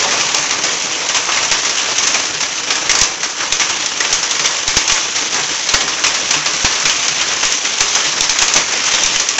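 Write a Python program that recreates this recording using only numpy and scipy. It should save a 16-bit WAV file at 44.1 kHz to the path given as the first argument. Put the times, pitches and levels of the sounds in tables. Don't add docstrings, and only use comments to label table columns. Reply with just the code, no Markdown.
import sys
import numpy as np
from scipy import signal
from scipy.fft import rfft, irfft, next_fast_len
from scipy.io import wavfile
from scipy.ndimage import uniform_filter1d

SR = 44100
rng = np.random.default_rng(int(sys.argv[2]) if len(sys.argv) > 2 else 0)


def master(y):
    cut = np.clip(np.atleast_2d(y).T, -1, 1)
    pcm = np.round(cut * 32767)
    wavfile.write(sys.argv[1], SR, pcm.astype(np.int16))


N = 414089

# start_s, body_db, hiss_db
DOWNPOUR_SWELLS = [(0.0, -23, -13), (0.2, -27.5, -17), (0.94, -28, -19.5), (1.39, -29, -17.5),
                   (2.2, -28.5, -17), (2.5, -32, -20.5), (2.85, -28.5, -20), (3.1, -30, -23.5),
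                   (3.6, -31.5, -19.5), (4.8, -29.5, -18), (5.55, -31, -17), (5.85, -33.5, -20.5),
                   (6.28, -28.5, -17.5), (7.65, -31.5, -17.5), (7.95, -29, -14), (8.5, -29, -18.5),
                   (9.0, -27, -14), (9.39, -34, -23)]
# frequency_hz, density_db_per_hz
WASH_SPECTRUM = [(25, -17), (80, -14), (200, -9.5), (300, -5), (680, -1.5), (1030, 2), (1450, -0.5),
                 (2300, 1.5), (3000, 2.5), (3700, -0.5), (8000, -5.5)]
# frequency_hz, width_hz, lift_db
WALL_MODES = [(150.7, 36, 12.5), (299.6, 19, 6.5), (460, 43, 4.5), (575, 36, 1.5), (1040, 210, -2)]
# frequency_hz, t60_s
ECHO_DECAY = [(150, 0.6), (1000, 0.52), (3000, 0.32), (8000, 0.44)]
# start_s, relative level_db, pitch_hz
PUDDLE_SPLASHES = [(.045, -20, 700), (.122, -20.5, 850), (0.344, -23, 1000), (.640, -25, 1060),
                   (1.286, -18.5, 1080), (2.150, -25, 895), (3.419, -26, 1250), (5.342, -22.5, 1100),
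                   (5.378, -23.5, 700), (5.740, -22, 870), (5.819, -30, 408), (7.958, -21.5, 1080),
                   (8.545, -21.5, 764)]
# start_s, level_db
HOLLOW_KNOCKS = [(0.226, -43), (.39, -38), (2.346, -41), (3.009, -37), (4.391, -38), (5.414, -41),
                 (5.833, -37), (6.36, -31), (6.836, -34.5), (7.092, -38.5), (8.06, -40), (8.554, -33.5)]
# nominal frequency_hz, relative level_db, t60_s
HOLLOW_MODES = [(150.8, 4.5, 0.32), (293, -4.5, 0.22), (443, -1, 0.18)]
# start_s, peak_db of the push at the microphone
MICROPHONE_THUMPS = [(1.516, -30), (2.895, -28), (3.019, -14), (3.526, -25.5), (4.133, -27), (4.684, -20),
                     (4.770, -5.5), (4.922, -21), (5.743, -12), (6.646, -9.5), (6.861, -28), (7.451, -27),
                     (7.812, -24.5), (8.213, -25), (8.298, -28), (8.425, -24), (8.562, -26), (8.94, -33),
                     (9.047, -23), (9.159, -28.5)]
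# frequency_hz, density_db_per_hz
CRACK_SPECTRUM = [(40, -16.5), (200, -17), (350, -8.5), (680, -7.5), (1030, -2), (1450, -3), (2300, 1),
                  (3000, 1), (3700, 0), (8000, -2)]
# start_s, relative level_db, brightness_db_per_octave, crack pitch_hz
LOUD_STONES = [(0.209, -12, 0.5, 5120), (0.346, -6, 2.5, 950), (0.507, -14.5, -1.5, 5800),
               (0.637, -12, 0.5, 4950), (0.822, -10, 6, 2700), (1.088, -11, 2, 2900),
               (1.144, -12, -2.5, 7330), (1.163, -15, -2.5, 5360), (1.318, -13, -0.5, 2820),
               (1.37, -14.5, -2, 2110), (1.427, -14.5, -2, 7280), (1.513, -8, -1, 4900),
               (1.648, -14, -2, 6650), (1.694, -14, 0, 4950), (1.781, -12.5, 2, 2760),
               (1.981, -10.5, 0, 6500), (2.031, -12.5, 0, 6600), (2.07, -9.5, 0, 7100),
               (2.142, -11, -1, 2260), (2.404, -16, -1, 7190), (2.703, -10.5, -2, 5150),
               (2.754, -12, 2, 1720), (2.894, -6.5, 0.5, 2110), (2.913, -7, 2, 2650),
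               (2.951, -9, -0.5, 4600), (2.988, -4.5, 5, 1810), (3.013, -3.5, 1.5, 5200),
               (3.033, -9, 2, 6370), (3.23, -15, -2, 6050), (3.404, -20, -5, 1620), (3.523, -5.5, 2, 3600),
               (3.596, -13, -3, 5980), (3.613, -13, -2.5, 5380), (3.693, -18, -3, 7300),
               (3.86, -8.5, 5.5, 3840), (4.002, -10.5, -1, 1920), (4.042, -16.5, -4, 2710),
               (4.127, -6, 1, 6340), (4.228, -14, -1, 5400), (4.311, -7, 4.5, 3360),
               (4.393, -12, -0.5, 4360), (4.442, -15, -3, 6200), (4.457, -7, 2, 3400), (4.678, -5, 3, 3600),
               (4.767, -5, 0, 4840), (4.877, -10.5, 2.5, 6400), (4.896, -9.5, -1.5, 2820),
               (4.92, -4, 4.5, 6100), (5.159, -13.5, 0.5, 4040), (5.343, -8.5, 4.5, 910),
               (5.689, -9, 1, 3880), (5.737, -6, -1.5, 4360), (5.805, -13, -2, 3480),
               (5.875, -16, -4, 5170), (6.038, -8.5, -2, 2410), (6.066, -6.5, 2.5, 2490),
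               (6.143, -15, -1, 4350), (6.307, -7.5, 0.5, 4440), (6.339, -12, -2, 2730),
               (6.458, -12.5, -2, 4300), (6.645, -9.5, -3.5, 4250), (6.724, -13, 0.5, 4780),
               (6.799, -12, 2.5, 5600), (6.853, -8.5, -1, 2370), (6.894, -9.5, 0, 3030),
               (7.041, -16, 0, 7000), (7.081, -10.5, 1, 4240), (7.212, -12, -0.5, 3140),
               (7.312, -18, -3.5, 7300), (7.428, -12, -2.5, 2980), (7.451, -6, 4, 3320),
               (7.523, -8.5, 3.5, 5800), (7.651, -13.5, -1, 2330), (7.805, -5.5, 0.5, 7050),
               (7.95, -9, 0, 6370), (8.207, -4, 3, 3570), (8.294, -5, 3, 4040), (8.387, -5.5, 2.5, 3900),
               (8.417, -7, -1, 7120), (8.48, -9.5, 1, 3960), (8.538, -5.5, 3, 6800),
               (8.559, -7, -2.5, 6540), (8.937, -13.5, -1, 3700), (9.035, -6, 4, 3620),
               (9.06, -7.5, 2.5, 3190), (9.159, -8.5, 2.5, 3000), (9.198, -10, 1.5, 6460),
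               (9.288, -5.5, 3.5, 2660), (9.382, -10, -3, 7280)]
# frequency_hz, gain_db
MICROPHONE_RESPONSE = [(20, 1), (4000, 2), (4800, 2), (5600, 7.5), (6100, 9), (6600, 6), (7300, 2.5),
                       (7650, -3.5), (8000, -17.5), (8400, -30.5)]

BAND_EDGE_HZ = 8366
LESSER_PER_S, LESSER_DB, LESSER_SPREAD_DB = 4, -19.5, 3
LESSER_BRIGHTNESS_DB_PER_OCTAVE, BRIGHTNESS_PER_FORCE_DB = -1.9, 0.74
LESSER_LOW_HZ, LESSER_HIGH_HZ = 1610, 7000
LIGHT_THUMP_DECAY_S, THUMP_SNAP_DB, THUMP_SNAP_POWER = 0.026, -21, 1.85
CHIP_DB, CHIP_SPAN_S, CHIP_DECAY_S, CHIP_FADE_DB_PER_S = -10.5, 0.035, 0.0016, 251.5


def gain_of(db):
    return 10 ** (np.asarray(db) / 20)


def evened(x):
    return x / np.sqrt(np.mean(x ** 2) + 1e-20)


def read(points, hz):
    f, value = np.transpose(points)
    return np.interp(np.log(hz + 1), np.log(f + 1), value)


def add(mix, start_s, sound):
    part = mix[max(round(start_s * SR), 0):][:len(sound)]
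    part += sound[:len(part)]


def coloured(x, db_at):
    size = next_fast_len(len(x) + 512)
    gain = gain_of(db_at(np.fft.rfftfreq(size, 1 / SR)))
    return irfft(rfft(x, size) * gain, size)[:len(x)]


def wall_modes_db(hz):
    return sum(db / (1 + (2 * (hz - f) / width) ** 2) for f, width, db in WALL_MODES)


def downpour_db(hz, t, crossover_hz=1700):
    s, body_db, hiss_db = np.transpose(DOWNPOUR_SWELLS)
    high = 1 / (1 + (crossover_hz / (hz + 1)) ** 4)
    body = np.interp(t, s, body_db - body_db.mean())
    hiss = np.interp(t, s, hiss_db - hiss_db.mean())
    return np.outer(body, 1 - high) + np.outer(hiss, high)


def wash(level_db=-21.5, patchy_db=1.54, flicker_db=2.5):
    hz, t, z = signal.stft(rng.standard_normal(N), SR, nperseg=1024, noverlap=768)
    patches = uniform_filter1d(rng.standard_normal(z.T.shape), size=8, axis=0)
    patches = evened(uniform_filter1d(patches, size=16, axis=1))
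    flicker = rng.standard_normal((len(t), 1))
    field_db = read(WASH_SPECTRUM, hz) + wall_modes_db(hz) + downpour_db(hz, t)
    field_db = field_db + patchy_db * patches + flicker_db * flicker
    hiss = signal.istft(z * gain_of(field_db).T, SR, nperseg=1024, noverlap=768)[1][:N]
    return gain_of(level_db) * evened(hiss)


def yard(x, build_s=0.0069, bass_db=3):
    taps = np.zeros(SR)
    at = np.arange(0, SR - 20, 20)
    taps[at + rng.integers(0, 20, len(at))] = rng.choice([-1., 1.], len(at))
    taps *= 1 - np.exp(-(np.arange(SR) / SR / build_s) ** 2)
    hz, t, z = signal.stft(taps, SR, nperseg=256)
    bass_lift_db = bass_db / (1 + (hz / 1500) ** 2)
    fall_db = bass_lift_db[:, None] - 60 * t / read(ECHO_DECAY, hz)[:, None]
    tail = signal.istft(z * gain_of(fall_db), SR, nperseg=256)[1]
    return signal.fftconvolve(x, tail / np.linalg.norm(tail))[:N]


def chips(t, count=4):
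    out = np.zeros(len(t))
    for delay_s in CHIP_SPAN_S * rng.random(count):
        since = np.maximum(t - delay_s, 0) / CHIP_DECAY_S
        attack = np.minimum(since * np.e ** 2, 1)
        out += gain_of(CHIP_DB - CHIP_FADE_DB_PER_S * delay_s) * attack * np.exp(-since)
    return out


def impact(tilt_db, pitch_hz, ring_db, decay_s, rise_s, splash_db, splash_decay_s=0.029,
           ring_octaves=0.14, grit=0.23, shatters=False):
    t = np.arange(3584) / SR
    noise, sizes = rng.standard_normal((2, len(t)))
    grains = noise * np.exp(grit * evened(uniform_filter1d(sizes, size=14)))
    fall = np.exp(-t / decay_s) + gain_of(splash_db) * np.exp(-t / splash_decay_s)
    shape = (1 - np.exp(-t / rise_s)) * fall
    if shatters:
        shape = shape + chips(t)

    def colour_db(f):
        slope = tilt_db * np.log2(np.maximum(f, 1400) / 3000)
        ring = ring_db * np.exp(-0.5 * (np.log2((f + 1) / pitch_hz) / ring_octaves) ** 2)
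        return read(CRACK_SPECTRUM, f) + slope + ring

    sound = coloured(grains * shape, colour_db)
    return sound / np.sqrt(np.mean(sound[:512] ** 2))


def raindrops(level_db=-28, per_s=900, spread_db=4, count=48):
    out = np.zeros(N)
    for hz in np.geomspace(1100, 7000, count):
        when, chance, size, sign = rng.random((500, 4)).T
        strength = np.minimum(-np.log(1 - size), 3)
        drop_db = spread_db * strength + downpour_db(np.array([hz]), when * N / SR)[:, 0]
        lands = chance < per_s * N / SR / count / len(when)
        train = np.zeros(N)
        train[(when * N).astype(int)] = np.sign(sign - 0.5) * gain_of(drop_db) * lands
        tick = impact(np.log2(hz / 3000), hz, ring_db=4, decay_s=0.0005, rise_s=0.0003, splash_db=-60)
        out += signal.oaconvolve(train, tick[:256])[:N]
    return gain_of(level_db) * evened(out)


def far_stones(level_db=-27, per_s=60, spread_db=1.0, ring_db=4):
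    out = np.zeros(N)
    for when, chance, size, pitch in rng.random((1200, 4)):
        if chance < per_s * N / SR / 1200:
            s, octaves = when * N / SR, 2.8 * pitch - 1.55
            hz = 3000 * 2 ** octaves
            db = spread_db * min(-np.log(1 - size), 2.5) + downpour_db(np.array([hz]), s).item()
            hit = impact(octaves, hz, ring_db, decay_s=0.0038, rise_s=0.0017, splash_db=-24)
            add(out, s, gain_of(db) * hit)
    return gain_of(level_db) * evened(out)


def knocks(rise_s=0.0064, detune=0.011):
    out, t = np.zeros(N), np.arange(SR // 2) / SR
    for s, db in HOLLOW_KNOCKS:
        for hz, mode_db, t60_s in HOLLOW_MODES:
            struck_hz = hz * (1 + detune * rng.uniform(-1.1, 1))
            tone = np.sin(2 * np.pi * (struck_hz * t + rng.random()))
            add(out, s, tone * (1 - np.exp(-t / rise_s)) * gain_of(db + mode_db - 60 * t / t60_s))
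    return out


def splashes(level_db=-1, width_octaves=1.0, decay_s=0.016, rise_s=0.0034):
    out, t = np.zeros(N), np.arange(4096) / SR
    for s, db, hz in PUDDLE_SPLASHES:
        burst = rng.standard_normal(len(t)) * (1 - np.exp(-t / rise_s)) * np.exp(-t / decay_s)
        slap = coloured(burst, lambda f: -20 * np.log10(1 + (np.log2((f + 1) / hz) / width_octaves) ** 2))
        add(out, s, gain_of(db + level_db) * slap / np.sqrt(np.mean(slap[:1024] ** 2)))
    return out


def thumps(rise_s=0.00046, rise_share=0.065, knock_db=-12, knock_growth=1.2, knock_hz=760,
           knock_decay_s=0.0056):
    out, t = np.zeros(N), np.arange(8192) / SR
    for s, db in MICROPHONE_THUMPS:
        decay_s = LIGHT_THUMP_DECAY_S / (1 + gain_of(db - THUMP_SNAP_DB) ** THUMP_SNAP_POWER)
        push = (1 - np.exp(-(t / (rise_s + rise_share * decay_s)) ** 2)) * np.exp(-t / decay_s)
        add(out, s, -gain_of(db) * push / push.max())
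        noise = rng.standard_normal(len(t))
        knock = evened(coloured(noise, lambda f: -10 * np.log10(1 + (f / knock_hz) ** 4)))
        knock_shape = (1 - np.exp(-t / rise_s)) * np.exp(-t / knock_decay_s)
        add(out, s, gain_of(knock_db + knock_growth * db) * knock * knock_shape)
    return out


def lesser_stones(count=120):
    rows = []
    for when, chance, size, pitch in rng.random((count, 4)):
        if chance < LESSER_PER_S * N / SR / count:
            s, hz = when * N / SR, LESSER_LOW_HZ * (LESSER_HIGH_HZ / LESSER_LOW_HZ) ** pitch
            force_db = LESSER_SPREAD_DB * (2 * size - 1) + downpour_db(np.array([hz]), s).item()
            tilt_db = LESSER_BRIGHTNESS_DB_PER_OCTAVE + BRIGHTNESS_PER_FORCE_DB * force_db
            rows.append((s, LESSER_DB + force_db, tilt_db, hz))
    return rows


def near_stones(level_db=-2, bright_db=-0.44, spray_db=-2, spray_tilt_db=-1.0,
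                hardness_per_db=0.1486, soak_db=0.67):
    straight, spray = np.zeros((2, N))
    for s, db, tilt_db, hz in [*LOUD_STONES, *lesser_stones()]:
        slow = np.exp(-hardness_per_db * tilt_db)
        tock_db = 3 + 6 / (1 + (hz / 3200) ** 6)
        crack = impact(tilt_db + bright_db, hz, tock_db, decay_s=0.008 * slow, rise_s=0.0012 * slow ** 2,
                       splash_db=-16, ring_octaves=0.13, shatters=True)
        add(straight, s, gain_of(db) * crack)
        wall_db = db - soak_db * tilt_db
        scatter = impact(tilt_db / 2 + spray_tilt_db, hz, ring_db=3, decay_s=0.006, rise_s=0.00091,
                         splash_db=-13.5)
        add(spray, s, gain_of(wall_db) * scatter)
    return gain_of(level_db) * straight, gain_of(spray_db) * spray


def gain_control(x, threshold_db=-11.5, squeeze=0.19, held_fall_db_per_s=45, makeup_db=0.44):
    power = signal.lfilter(np.ones(220) / 220, 1, x ** 2)
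    fall_db = np.arange(N) / SR * held_fall_db_per_s
    held_db = np.maximum.accumulate(10 * np.log10(abs(power) + 1e-12) + fall_db) - fall_db
    return x * gain_of(makeup_db - squeeze * np.maximum(held_db - threshold_db, 0))


def scene(near_echo_db=-3, far_echo_db=-3, splash_echo_db=-5):
    near, spray = near_stones()
    far, puddles = far_stones(), splashes()
    to_walls = gain_of(near_echo_db) * spray + gain_of(far_echo_db) * far
    echo = yard(to_walls + gain_of(splash_echo_db) * puddles)
    mix = near + far + puddles + knocks() + raindrops() + echo + wash() + thumps()
    return np.tile(mix, (2, 1))


def record(dry, knee=5.0):
    heard = gain_control(coloured(dry.mean(0), lambda hz: read(MICROPHONE_RESPONSE, hz)))
    clipped = heard / (1 + abs(heard) ** knee) ** (1 / knee)
    low_pass = signal.firwin(511, BAND_EDGE_HZ, window=("kaiser", 9), fs=SR)
    return np.tile(signal.oaconvolve(clipped, low_pass, "same"), (2, 1))


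dry = scene()
out = record(dry)
master(out)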